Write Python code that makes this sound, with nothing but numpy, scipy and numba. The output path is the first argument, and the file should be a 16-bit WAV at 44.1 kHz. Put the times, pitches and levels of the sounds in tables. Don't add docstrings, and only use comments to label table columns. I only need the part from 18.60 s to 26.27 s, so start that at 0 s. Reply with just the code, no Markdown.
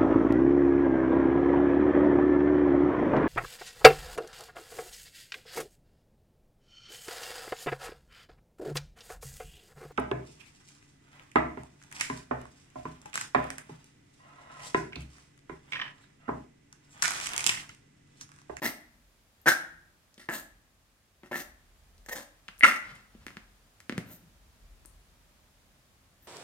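import sys
import numpy as np
from scipy import signal
from scipy.fft import rfft, irfft
from scipy.io import wavfile
from scipy.ndimage import uniform_filter1d
from numba import njit

SR = 44100
rng = np.random.default_rng(int(sys.argv[2]) if len(sys.argv) > 2 else 0)


def put_to_file(sound):
    columns = np.atleast_2d(sound).T
    safe = np.clip(columns, -1, 1)
    whole_steps = np.round(safe * 32767)
    wavfile.write(sys.argv[1], SR, whole_steps.astype(np.int16))


N = 338287
PORT_LAG = 5
OPPOSED = np.array([[1], [-1]])


def undb(db):
    return 10 ** (np.asarray(db) / 20)


def level(x, db=0):
    return x * undb(db) / np.sqrt(np.mean(x ** 2))


@njit
def svf(x, hz, width):
    y, low_state = np.empty(len(x)), 0.
    band_state = 0.
    for i in range(len(x)):
        g, k = np.tan(np.pi * hz[i] / SR), width / hz[i]
        v = (band_state + g * (x[i] + 1e-18 - low_state)) / (1 + g * (g + k))
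        band_state, low_state = 2 * v - band_state, low_state + 2 * g * v
        y[i] = k * v
    return y


def band(x, hz, width):
    hz = np.clip(hz + np.zeros(len(x)), 20, .45 * SR)
    return svf(svf(x, hz, 1. * width), hz, 1. * width)


def noise():
    return rng.standard_normal(N)


def walk(rate):
    k = int(SR / rate)
    steps = np.repeat(rng.standard_normal(N // k + 1), k)
    return 0.66 * uniform_filter1d(uniform_filter1d(steps, k), k)[:N]


def tracks(rows, length, edge_s=0.0018, release_s=.012):
    t, rows = np.arange(N) / SR, np.array(rows)
    held = rows[np.clip(np.searchsorted(rows[:, 0], t, "right") - 1, 0, None)].T
    since = t - held[0]
    closing = (held[length] - since) / np.minimum(release_s, held[length] / 3)
    gate = np.clip(np.minimum(since / edge_s, closing), 0, 1)
    return gate, np.clip(since, 0, held[length]), held


def swell_db(since, rise_s, rise_db, fall, bend=1):
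    climb = -rise_db * np.clip(1 - since / rise_s, 0, 1) ** bend
    return climb - fall * np.clip(since - rise_s, 0, None)


def struck(s, db, hz, width):
    at = (np.asarray(s) * SR).astype(int)
    blows = np.zeros(N)
    blows[at] = undb(db) * SR / (2 * np.pi * width)
    tuned = np.clip(hz + 0. * at, 20, .45 * SR)
    held = tuned[np.clip(np.searchsorted(at, np.arange(N), "right") - 1, 0, None)]
    return svf(svf(blows, held, 1. * width), held, 6.1 * width)


# f/Hz, relative density/dB per Hz
AIR_SPECTRUM = [(41, -30), (70, 1.5), (86, -6), (121, -1.5), (158, -15.5), (238, -5.5), (342, -31),
                (503, -21), (577, -9.5), (631, -21), (1330, -19), (2150, -22.5), (15800, -29.5)]
# t/s, level from 1 to 8 kHz/dB
AIR_LEVELS = [(0, -72.5), (1.4, -73), (2.5, -74.5), (3.2, -71.5), (6.3, -70.5), (7.67, -72)]


def air():
    out, swell, table = 0, walk(0.2), np.array(AIR_SPECTRUM)
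    for hz in 75 * 2 ** np.arange(0, 8, .5):
        mid, side = (svf(noise(), np.full(N, hz), hz / 2.5) for _ in range(2))
        loose = np.clip(130.0 / hz, .2, 1)
        density_db = np.interp(np.log(hz), np.log(table[:, 0]), table[:, 1])
        db = density_db + loose * (2.0 * swell + 0.61 * walk(2.1))
        out = out + undb(db) * (mid + np.clip(hz / 1200., .3, 1) * side * OPPOSED)
    s, db = np.transpose(AIR_LEVELS)
    hiss_band = signal.butter(4, [1000, 8000], "band", fs=SR, output="sos")
    hiss = signal.sosfilt(hiss_band, out.mean(axis=0))
    return out / hiss.std() * undb(np.interp(np.arange(N) / SR, s, db))


# t/s, level of its lower resonance/dB
RUMBLE_LEVELS = [(0, -61), (.17, -73), (.45, -66), (.75, -79), (1.18, -65), (1.6, -79.5), (1.8, -62),
                 (2.24, -77), (2.6, -76), (2.8, -63), (3.48, -59.5), (3.72, -71), (4.23, -64), (4.46, -70),
                 (4.6, -57), (5.19, -76), (6.09, -55.5), (6.56, -66), (7.67, -73.5)]


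def rumble():
    s, db = np.transpose(RUMBLE_LEVELS)
    mid, side = (level(band(noise(), 42., 14)) + level(band(noise(), 68.0, 30), -7.5) for _ in range(2))
    return undb(np.interp(np.arange(N) / SR, s, db)) * (mid + .18 * side * OPPOSED)


# mouth level/dB,
# chest level/dB, throat level/dB, onset thump of chest and throat/dB, rush level/dB, nostril hiss level/dB
PUFFS = [(0.018, 0.043, .117, -33, 299.5, 1870, 5700, .04, -7, 0, -5, 12, -3, -3.5),
         (0.858, 0.023, .09, -18.5, 280.5, 1590, 5700, .03, -16.5, -12, -11.5, 10, -10, -17),
         (1.576, .006, .094, -57, 80, 1940, 5000, 0.0037, -6.5, -4.5, -11, 8, -1, -15),
         (1.686, .004, .134, -36.5, 113, 1700, 7000, .065, -9, -3.5, -6, 5, -7, -8.5),
         (2.63, 0.0043, .06, -61.5, 150, 1860, 5800, .03, 0, 7, 1, 3, -7, -16),
         (2.712, 0.044, .118, -39, 132, 1800, 6300, .07, -5.5, -2.5, -7, 17, -5, -6),
         (3.484, .006, .022, -37, 700.5, 1690, 6450, .006, -11.5, -10, -7, 4.5, -3, -11),
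         (3.508, .018, .036, -42, 300, 1840, 6480, .02, -12, -14, 0, 3, -2.5, -2),
         (3.55, 0.011, .1, -42, 239, 1690, 6520, .01, -9, -1.5, -0.5, -3, -0.5, -7),
         (4.031, .006, .026, -9, 400.5, 2060, 5900, .02, -5.5, -22.5, -21.5, 3, -17.5, -34),
         (4.058, .002, .13, -22.5, 200.5, 1920, 5800, .003, -4.5, -13, -14, 3, -11.5, -21),
         (5.46, .034, .12, -64.5, 157, 1885, 6700, .07, 0, 3, 2.5, 3, 4, 11),
         (7.6, .04, .07, -74.5, 100, 1750, 6300, .045, -10, 2, -8, 3, 1, 11)]
MOUTH_HZ, FLAP_HZ = 1390, 191.25
RISE_DB, RISE_BEND = 11, 1.6
JET_RISE_DB, JET_RISE_BEND = 19, 1.4
NOSE_SAG_HZ_PER_S = 400
POP_S = .009
RELEASE_S = 0.017


def flow():
    interval, strength = rng.standard_normal((int(N / SR * FLAP_HZ), 2)).T
    at = np.cumsum(SR / FLAP_HZ * np.exp(.35 * interval)).astype(int)
    flaps = np.zeros(N)
    flaps[at[at < N]] = undb(2.5 * strength[at < N])
    decay = np.exp(-1 / (0.0038 * SR))
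    return flaps, 0.23 + level(signal.lfilter([1], [1, -decay], flaps))


def snorts():
    gate, since, columns = tracks(PUFFS, 2, release_s=RELEASE_S)
    _, rise_s, _, peak_db, fall, nose_hz, rush_hz, jet_s = columns[:8]
    mouth_db, chest_db, throat_db, pop_db, rush_db, hiss_db = columns[8:]
    nose_db = peak_db + swell_db(since, rise_s, RISE_DB, fall, RISE_BEND)
    low_db = nose_db + pop_db * np.exp(-since / POP_S)
    jet_db = peak_db + swell_db(since, jet_s, JET_RISE_DB, fall, JET_RISE_BEND)

    flaps, puff = flow()
    drive = level(flaps) + level(puff * noise(), -7)
    jet = [puff * noise() for _ in range(4)]

    nose = band(drive, nose_hz - NOSE_SAG_HZ_PER_S * (since - rise_s), 350)
    mouth = band(drive, MOUTH_HZ, 280) + undb(-6) * band(drive, 1.93 * MOUTH_HZ, 240)
    chest = band(drive, 265., 170) + undb(-9) * band(drive, 160., 100)
    throat = band(drive, 570., 340) + undb(-8.5) * band(drive, 790., 330)
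    rush = band(jet[0], rush_hz, 3200)
    rush = rush + undb(-1.0) * band(jet[1], 3700., 2800)
    rush = rush + undb(-2.5) * band(jet[2], 9000., 2700)
    hiss = band(jet[3], 13400., 7100)
    layers = [(nose_db, nose), (nose_db + mouth_db, mouth),
              (low_db + chest_db, chest), (low_db + throat_db, throat),
              (jet_db + rush_db, rush), (jet_db + hiss_db, hiss)]
    return gate * sum(undb(db) * level(x) for db, x in layers)


# t/s, nose peak level/dB, nose f/Hz, throat peak level/dB, treble peak level/dB
SLAP_BLOWS = [(0.0209, -37.5, 1850, -38, -46), (0.0278, -29.5, 1840, -32.5, -42),
              (0.0558, -17.5, 1770, -25.5, -29), (0.063, -18.5, 2030, -36, -30),
              (0.8645, -25, 1730, -45.5, -46), (0.8709, -15, 1520, -36.5, -32),
              (0.8827, -5, 1800, -36.5, -16), (0.8882, -15.5, 1550, -40, -39.5),
              (1.629, -42, 1710, -62, -60), (1.6894, -20.5, 1680, -21, -43),
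              (1.7107, -26, 1630, -48, -39.5), (2.7163, -37, 1720, -27, -54),
              (2.72, -28.5, 1590, -21.5, -49), (2.7301, -21, 1730, -52, -39),
              (2.7434, -23.5, 1770, -40, -33), (2.7564, -23, 1950, -26, -32),
              (3.4621, -39, 1720, -43.5, -30), (3.488, -31, 1890, -38, -38.5),
              (3.5579, -34, 1630, -44, -34), (3.5618, -32.5, 1668, -42, -37), (3.5807, -40, 1657, -52, -40),
              (3.598, -37, 1520, -46, -37), (3.6114, -41, 1880, -44, -46),
              (4.0089, -15.5, 2000, -34.5, -39), (4.0264, -14, 1930, -35, -34),
              (4.0357, -2, 2010, -34, -26), (4.0424, -3.5, 2190, -29.5, -28),
              (4.0456, -4, 1370, -39.5, -28), (4.0514, -1, 1390, -32, -24)]


def slaps():
    s, db, hz, throat_db, treble_db = np.transpose(SLAP_BLOWS)
    treble = struck(s, treble_db, 6600., 2400) + undb(-2.5) * struck(s, treble_db, 13000., 2500)
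    return struck(s, db, hz, 220) + struck(s, throat_db, 610.0, 370) + treble


# f/Hz, decay time over 60 dB/s, relative level/dB
TAIL_BANDS = [(150.1, 0.98, -8), (290, 0.39, -2.5), (700., 0.42, 2), (1310, 0.62, -7.5), (2200., .48, -7.5),
              (3180, 0.32, -6.5), (4998, 0.36, -5.5), (9000., 0.33, -3), (13500., .2, -4)]
# delay t/s, level/dB, left minus right level/dB
FIRST_ECHOES = [(.0023, -18, 6.5), (.0052, -16, -7.5), (.0088, -18, 6)]
LEAD = 256


def room(dry):
    t = np.arange(SR) / SR
    response = np.zeros((2, SR))
    response[:, LEAD] = 1
    for s, db, pan_db in FIRST_ECHOES:
        response[:, LEAD + int(s * SR)] += undb(db + np.array([pan_db, -pan_db]) / 2)
    turn = np.minimum(2 * np.pi * np.arange(SR // 2 + 1) * PORT_LAG / SR, np.pi / 2)
    response[1] = irfft(rfft(response[1]) * np.exp(-1j * turn), SR) * (t < .05)
    for hz, t60, db in TAIL_BANDS:
        mid, side = (level(svf(rng.standard_normal(SR), hz + 0 * t, 0.66 * hz)) for _ in range(2))
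        onset = np.clip((t - LEAD / SR) / 0.0012, 0, 1)
        fade = undb(-60 * t / t60) * onset * np.sqrt(hz / t60) / (SR / 3.)
        response = response + undb(db) * fade * (mid + min(hz / 1200.0, 1.2) * side * OPPOSED)
    return signal.fftconvolve(dry, response, axes=1)[:, LEAD:LEAD + N]


# t/s, peak level/dB, centre f/Hz, left minus right level/dB
TICK_BLOWS = [(0.816, -37.5, 12760, 9.5), (1.5425, -36, 5670, 3), (1.7, -26, 7430, -2),
              (3.3807, -40.5, 4813, 1), (3.9806, -40.5, 6260, 11), (3.9883, -33, 11410, 2),
              (3.9947, -23.5, 9660, 3), (4.354, -35, 8300, 1.5), (5.2024, -37.5, 6600, 0),
              (5.4645, -40, 13600, 3), (5.49, -37, 11900, 1.5), (6.2587, -30.5, 9340, 18)]


def ticks():
    s, db, hz, pan_db = np.transpose(TICK_BLOWS)
    return np.array([struck(s, db + side * pan_db / 2, hz, 2500) for side in (1, -1)])


# t/s, length/s, first f/Hz, last f/Hz, level before fading and mixing/dB
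WHISTLE_GLIDES = [(.868, 0.072, 1543, 1530, -18), (1.688, .054, 1704, 1680, -41),
                  (2.728, 0.044, 1726, 1880, -33.5), (3.506, .034, 1853, 1830, -33.5),
                  (4.04, .018, 1380, 1395, -17.5)]
WHISTLE_FALL_DB_PER_S = 200


def whistles():
    gate, since, (_, length, first_hz, last_hz, db) = tracks(WHISTLE_GLIDES, 1, edge_s=0.02)
    hz = first_hz + (last_hz - first_hz) * since / length
    phase = 2 * np.pi * np.cumsum(hz * (1 + .01 * walk(150))) / SR
    fading_db = db - WHISTLE_FALL_DB_PER_S * since + 3.7 * walk(200)
    return gate * undb(fading_db) * np.sqrt(2) * np.sin(phase)


# thud level/dB, edge level/dB
KNOCK_BLOWS = [(1.5794, -39, 3230, 224, -3, -11), (2.6338, -39.5, 1950, 230, -3.5, -16),
               (3.8824, -24.5, 2730, 119.7, -30, -18), (3.8866, -22.5, 1620, 186.9, -21, -25),
               (4.5503, -48.5, 2890, 223, 9.5, -15.5), (4.6665, -21.5, 1870, 266, -13, 2),
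               (4.6822, -26.5, 1950, 223, -34, -21), (4.705, -34, 1430, 265, -10.5, -26),
               (4.7698, -22.5, 1710, 196, -13, -18), (5.2038, -34.5, 1895, 135, -29, 7),
               (5.2957, -14, 1740, 259, -7.5, -11), (5.3242, -22, 1870, 233, -4, -26),
               (5.3797, -15.5, 1847, 175, -2.5, 0.5), (5.3974, -54, 1910, 161, -6, -15),
               (6.2511, -40, 1240, 306.4, -11, 6)]


def knocks():
    s, db, hz, thud_hz, thud_db, edge_db = np.transpose(KNOCK_BLOWS)
    claw = struck(s, db, hz, 770)
    thud = struck(s, db + thud_db, thud_hz, 63)
    edge = struck(s, db + edge_db, 4300.0, 6300)
    return claw + thud + edge


# t/s, rise/s, length/s, low level at the top of the swell/dB, cloth level there/dB
BED_RUBS = [(4.2, .1, 0.27, -59, -57.5), (4.5, .14, 0.15, -62, -65.5), (4.67, .02, 0.29, -62, -62),
            (5.28, 0.12, 0.154, -46.5, -66), (5.436, .036, 0.29, -51, -65.5)]
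BED_RISE_DB, BED_FALL_DB_PER_S = 10, 101


def bed():
    gate, since, (_, rise_s, _, low_db, cloth_db) = tracks(BED_RUBS, 2, edge_s=0.015)
    low = undb(low_db + 5.6 * walk(40)) * level(band(noise(), 133.0, 142))
    cloth = undb(cloth_db + 7.0 * walk(65)) * level(band(noise(), 1440.0, 3700))
    return gate * undb(swell_db(since, rise_s, BED_RISE_DB, BED_FALL_DB_PER_S)) * (low + cloth)


def scene():
    whistle = whistles()
    puppy = snorts() + slaps() + knocks() + bed() + 0.4 * whistle
    placed = puppy * undb(np.array([[.6], [-.6]]))
    beamed = .65 * np.array([whistle, np.roll(whistle, PORT_LAG)])
    return room(placed + ticks()) + beamed + air() + rumble()


def record(dry):
    high_pass = signal.butter(4, 34, "high", fs=SR, output="sos")
    low_pass = signal.ellip(12, .2, 90, 15900, fs=SR, output="sos")
    clipped = np.clip(signal.sosfilt(high_pass, dry), -1, 1)
    return signal.sosfilt(low_pass, clipped)


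dry = scene()
out = record(dry)
put_to_file(out)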